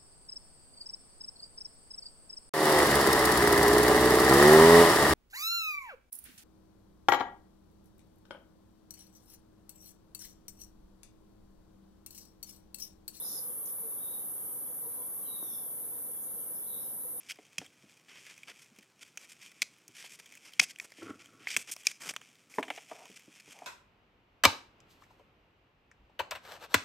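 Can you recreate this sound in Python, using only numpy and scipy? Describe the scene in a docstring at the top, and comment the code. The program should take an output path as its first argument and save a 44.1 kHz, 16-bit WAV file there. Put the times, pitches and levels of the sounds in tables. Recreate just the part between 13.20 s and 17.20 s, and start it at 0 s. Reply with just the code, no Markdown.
"""A summer chorus of cicadas, heard from the forest floor: countless tymbal clicks merge into one high
sizzle, with a few nearer insects ringing through it. Birds whistle and rasp among the trees, dry leaves
tick a few times and there is one soft knock at the microphone. Far away something rumbles and hums,
with a thin whine and faint hoots. The recorder has three narrow notches and cuts the very top."""
import sys
import numpy as np
from scipy import signal
from scipy.fft import rfft, irfft
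from scipy.io import wavfile

SR = 44100
rng = np.random.default_rng(int(sys.argv[2]) if len(sys.argv) > 2 else 0)


def digitize_waveform(pressure):
    """Quantize a signal to 16-bit integers and store it at the path in sys.argv[1].

    Rows of a 2-D input are taken as channels; values are limited to [-1, 1].
    """
    field = np.atleast_2d(pressure).T
    bounded = np.clip(field, -1, 1)
    quanta = np.round(bounded * 32767).astype(np.int16)
    wavfile.write(sys.argv[1], SR, quanta)


N = 176400
TIME, FREQ = np.arange(N) / SR, np.maximum(np.fft.rfftfreq(N, 1 / SR), 1)
# how alike the surrounding sound is at the left and right microphones: f/Hz, correlation
LIKENESS = [(30, 0.24), (90, 0.99), (350, 0.98), (700, 0.87), (1150, 0.53), (1800, 0.2), (3200, -0.32),
            (5500, -0.04), (6500, 0.15), (8500, -0.14), (9900, 0.016), (10300, -0.21), (11500, -0.34),
            (12500, -0.54), (14000, -0.29)]


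def from_db(db):
    """Decibels to gain."""
    return 10 ** (np.asarray(db) / 20)


def rms_one(x):
    """Scale to unit power."""
    return x / np.sqrt(np.mean(x ** 2) + 1e-20)


def in_time(rows):
    """Each column of a timed table at every sample."""
    times, *columns = np.transpose(rows)
    return [np.interp(TIME, times, column) for column in columns]


def over_hz(points):
    """A table joined by straight lines in log frequency."""
    hz, value = np.transpose(points)
    return np.interp(np.log(FREQ), np.log(hz), value)


def pan(db):
    """Two gains of unit mean power, the left one db above the right."""
    return rms_one(from_db([[db / 2], [-db / 2]]))


def resonance(hz, width_hz):
    """Gain of a resonant peak at every frequency."""
    return 1 / (1 + 2 * ((FREQ - hz) / width_hz) ** 2)


def noise(gain, alike=0):
    """Stereo noise of rms 1 with a given spectrum and left-right correlation."""
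    mid, side = rfft(rng.standard_normal((2, N)))
    stereo = np.sqrt(1 + alike) * mid + np.sqrt(1 - alike) * side * [[1], [-1]]
    return rms_one(irfft(gain * stereo, N))


def drift(rate_hz):
    """A random wander of rms 1, mostly slower than rate_hz."""
    return rms_one(irfft(rfft(rng.standard_normal(N)) / (1 + (FREQ / rate_hz) ** 2), N))


def swell(start, length):
    """A rounded rise and fall."""
    return np.sin(np.pi * np.clip((TIME - start) / length, 0, 1)) ** 2


def glide(start, length, start_hz, end_hz):
    """A pitch that slides evenly through a note."""
    return np.interp(TIME, [start, start + length], [start_hz, end_hz])


def tone(hz):
    """A sine of rms 1 that follows a pitch curve."""
    return np.sqrt(2) * np.sin(2 * np.pi * np.cumsum(hz) / SR)


def forest(direct, wet_db, t60_s=0.48, build_s=0.0011):
    """Direct sound plus the scatter from trunks and leaves, different at each microphone."""
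    t = TIME[:SR]
    tail = rng.standard_normal((2, SR)) * from_db(-60 * t / t60_s) * (1 - np.exp(-t / build_s))
    scatter = signal.fftconvolve(np.atleast_2d(direct), rms_one(tail) / np.sqrt(SR), axes=1)[:, :N]
    return (direct + from_db(wet_db) * scatter) / np.hypot(1, from_db(wet_db))


def air(level_db=-57.5):
    """Distant rumble and the hiss of the wood, all around the microphones."""
    # spectrum of the background: f/Hz, relative level/dB
    spectrum = [(20, -40), (33, -19), (45, -13), (65, -16), (85, -5.5), (120, -0.5), (210, 0.5), (380, 1),
                (520, 4), (640, -4.5), (760, -0.5), (850, -4.5), (1000, -6.5), (1400, -7.5), (2200, -16),
                (3000, -17.5), (3700, -14.5), (4300, -19), (5200, -16.5), (5800, -18), (6600, -11),
                (7100, -18), (7500, -12), (12000, -47)]
    return from_db(level_db) * noise(from_db(over_hz(spectrum)), over_hz(LIKENESS))


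def far_hum(drone_hz=291.5):
    """Something hums far off: narrow bands of noise and one slightly wavering drone."""
    # bands of the hum: f/Hz, width/Hz, level/dB
    bands = [(201.7, 17, -72), (500, 42, -74.5), (973, 69, -70.5)]
    # loudness of the drone: t/s, level/dB
    drone_levels = [(0, -70), (.6, -72.5), (1.0, -66), (1.9, -72), (2.4, -70), (3.0, -70), (4, -72)]
    alike = over_hz(LIKENESS)
    hum = sum(from_db(db) * noise(resonance(hz, width_hz), alike) for hz, width_hz, db in bands)
    drone_db, = in_time(drone_levels)
    return hum + from_db(drone_db) * tone(drone_hz + 2 * drift(6.5))


def far_whine_and_hoots(waver_share=0.02574, fade_db=1):
    """A thin whine and soft hoots carry through the trees from far off, wavering in pitch together."""
    # course of the whine: t/s, f/Hz, level/dB
    course = [(.5, 1170, -72), (.9, 1208, -74), (1.3, 1206, -72.5), (1.6, 1192, -72), (1.9, 1139, -74),
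              (2.2, 1127, -69), (2.5, 1092, -80)]
    # hoots: t/s, length/s, start f/Hz, end f/Hz, level/dB
    notes = [(0.204, 0.17, 498, 503, -59), (0.591, 0.12, 470, 484, -54), (1.326, 0.1, 477, 477, -62),
             (1.478, 0.072, 490, 507, -59), (1.639, .075, 445, 507, -53), (1.63, 0.055, 970, 955, -61.5),
             (1.741, 0.15, 955, 1042, -61), (1.754, 0.087, 505, 484, -57.5), (2.025, 0.18, 965, 970, -65.5),
             (2.74, 0.075, 494, 494, -61), (2.88, 0.032, 499, 512, -53.5), (3.15, 0.065, 472, 468, -58),
             (3.496, 0.16, 475, 460, -62.5), (3.825, 0.067, 474, 470, -57), (3.9, 0.091, 487, 484, -57.5)]
    whine_hz, whine_db = in_time(course)
    waver = 1 + waver_share * drift(25.9)
    whine = from_db(whine_db + fade_db * drift(7.7)) * tone(whine_hz * waver)
    hoots = sum(from_db(db) * swell(start, length) * tone(glide(start, length, start_hz, end_hz) * waver)
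                for start, length, start_hz, end_hz, db in notes)
    return forest(whine + hoots, wet_db=-12)


def bird_note(start, length, start_hz, end_hz, warble_hz):
    """One gliding whistle, roughened by a fast random warble of rms depth warble_hz."""
    hz = glide(start, length, start_hz, end_hz) + warble_hz * drift(127.3)
    return swell(start, length) * tone(hz)


def far_twitter(count, level_db=-73, note_s=0.119, low_hz=2987, high_hz=3994, slide_share=0.0713):
    """The farthest birds twitter at random, barely above the hiss and mostly as scatter."""
    notes = 0
    for k, (when, pitch, slide) in enumerate(rng.random((count, 3))):
        start = (k + when) / count * N / SR
        start_hz = low_hz + pitch * (high_hz - low_hz)
        end_hz = start_hz * (1 + slide_share * (2 * slide - 1))
        notes += bird_note(start, note_s, start_hz, end_hz, warble_hz=90)
    return from_db(level_db) * forest(notes, wet_db=10)


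def leaves():
    """Dry leaves in the litter give crisp ticks and softer rustles, each a short burst of noise."""
    # bursts: t/s, level/dB, f/Hz, width/Hz, attack/s, decay/s, left over right/dB
    ticks = [(0.455, -51, 6530, 1400, .002, 0.013, 0), (.472, -56, 6000, 1400, .002, 0.0079, 0),
             (.49, -60, 5700, 1200, .005, 0.024, -5), (3.0, -61, 6800, 550, 0.039, 0.044, 0),
             (3.34, -65, 5350, 500, .02, 0.055, -4)]
    out = 0
    for start, db, hz, width_hz, attack, decay, pan_db in ticks:
        t = np.maximum(TIME - start, 0)
        envelope = np.minimum(t / attack, np.exp((attack - t) / decay))
        out += from_db(db) * pan(pan_db) * envelope * noise(resonance(hz, width_hz))
    return out


def knock(start_s=2.2275, band_hz=(260, 1400)):
    """One light, heavily damped knock at the microphone."""
    # modes of the knock: f/Hz, level/dB, t60/s
    modes = [(330, -35, 0.011), (627, -37.5, 0.0069), (970, -45, 0.0085)]
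    t = np.maximum(TIME - start_s, 0)
    rings = sum(from_db(db - 60 * t / t60) * np.sin(2 * np.pi * hz * t) for hz, db, t60 in modes)
    return signal.sosfilt(signal.butter(2, band_hz, "band", fs=SR, output="sos"), rings + 1e-18)


def bird_rasp(level_db=-48, pulse_hz=96, pulse_depth=0.24):
    """One harsh call from a bird off to the right: hiss with a fast pulse."""
    # spectrum of the call: f/Hz, relative level/dB
    spectrum = [(2700, -32), (3200, -18), (3700, -16), (4300, 1), (5100, 6), (6300, 0.5), (7000, -1.5),
                (7800, -13), (9500, -36)]
    pulses = 1 + pulse_depth * np.sin(2 * np.pi * pulse_hz * TIME)
    hiss = noise(from_db(over_hz(spectrum)))
    call = from_db(level_db) * swell(start=-0.025, length=0.29) * pulses * hiss
    return pan(-7.5) * forest(call, wet_db=-4.5)


def bird_whistles():
    """Birds whistle among the trees; the farther the bird, the more the scatter smears its note."""
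    # notes: t/s, length/s, start f/Hz, end f/Hz, level/dB, left over right/dB, warble/Hz, scatter/dB
    notes = [(-.04, 0.097, 3744, 3840, -53.5, 0, 120, 9), (0.028, .19, 3760, 3600, -64, 4, 70, 3),
             (0.038, 0.056, 5020, 5100, -51, -21.5, 45, -12),
             (0.154, 0.067, 5250, 4680, -47.5, -18, 30, -15), (0.736, 0.3, 3754, 3770, -58, 2, 95, 4.5),
             (2.018, 0.235, 4083, 3615, -54.5, 12, 65.4, 0), (2.01, .11, 3180, 3034, -67, 7, 99.4, 7),
             (2.151, .29, 3690, 3444, -59.5, 2.5, 80, 5), (2.161, 0.28, 6170, 5085, -60.5, 1.5, 188, 3),
             (3.404, 0.27, 3830, 3856, -57.5, 4, 120.5, 6), (3.56, .15, 5330, 5300, -67, 2, 110, 5)]
    out = 0
    for start, length, start_hz, end_hz, db, pan_db, warble_hz, wet_db in notes:
        note = from_db(db) * bird_note(start, length, start_hz, end_hz, warble_hz)
        out += pan(pan_db) * forest(note, wet_db)
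    return out


def far_cicada_group(ripple_db=2, ripple_step_hz=23.73):
    """Each far cicada rings at a pitch of its own, so a group merges into a sizzle with fine peaks."""
    # spectrum of the sizzle: f/Hz, relative level/dB
    spectrum = [(7000, -53.5), (8100, -25.5), (8900, -16), (9300, -11), (9520, -8), (9930, -3.5),
                (10400, -1), (11300, -2.5), (11850, 1), (12250, 0), (12950, -6.5), (13800, -11.5),
                (15100, -24), (16000, -24)]
    ripple = np.interp(FREQ / ripple_step_hz, np.arange(SR), rng.standard_normal(SR))
    return noise(from_db(over_hz(spectrum) + ripple_db * ripple), over_hz(LIKENESS))


def cicada_chorus(groups, level_db=-39, swing_db=4, tymbal_hz=180, tymbal_depth=0.019):
    """Far groups take turns in the lead while their total stays even; the tymbals leave a faint pulse."""
    gains = [from_db(swing_db * drift(0.78)) for _ in range(groups)]
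    sizzle = sum(gain * far_cicada_group() for gain in gains)
    total_gain = np.sqrt(sum(gain ** 2 for gain in gains))
    pulse = 1 + tymbal_depth * tone(tymbal_hz + 12 * drift(7.7))
    return from_db(level_db) * sizzle / total_gain * pulse


def cicadas(swing_db=1.6):
    """Nearer cicadas ring through the chorus, each in a narrow band that slowly swells and sinks."""
    # nearer insects: f/Hz, width/Hz, level/dB, left over right/dB
    insects = [(9300, 40, -66, 4), (9718, 24, -62.5, -3), (9880, 28, -59.5, 0), (9984, 22, -57.5, -5),
               (10178, 28, -60, -1), (10697, 28, -57.5, 6), (11060, 40, -60, -8), (11550, 35, -58, 0),
               (11635, 32, -59, 0), (11783, 26, -56, 3), (11895, 18, -53.5, 3), (11975, 24, -57.5, -4),
               (12173, 24, -61, 2), (12721, 16, -61, -2)]
    # slight swell of all the cicadas together: t/s, gain/dB
    swell_curve = [(0, .5), (.75, 0.8), (1.5, 0.04), (2.5, 0), (4, -0.16)]
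    out = cicada_chorus(groups=4)
    for hz, width_hz, db, pan_db in insects:
        ring = noise(resonance(hz, width_hz)) * from_db(swing_db * drift(0.88))
        out += from_db(db) * pan(pan_db) * rms_one(ring)
    swell_db, = in_time(swell_curve)
    return out * from_db(swell_db)


def scene():
    """Everything that reaches the microphones on the forest floor."""
    distance = air() + far_hum() + far_whine_and_hoots() + far_twitter(count=30)
    return distance + leaves() + knock() + bird_rasp() + bird_whistles() + cicadas()


def record(dry, cutoff_hz=15200):
    """The recorder cuts steeply at the top and has three narrow notches."""
    # notches: f/Hz, width/Hz
    notches = [(2600, 292), (4640, 450), (7880, 360)]
    gain = 1 / np.sqrt(1 + (FREQ / cutoff_hz) ** 900)
    for hz, width_hz in notches:
        away = (2 * (FREQ - hz) / width_hz) ** 6
        gain *= away / (1 + away)
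    return irfft(rfft(dry) * gain, N)


dry = scene()
out = record(dry)
digitize_waveform(out)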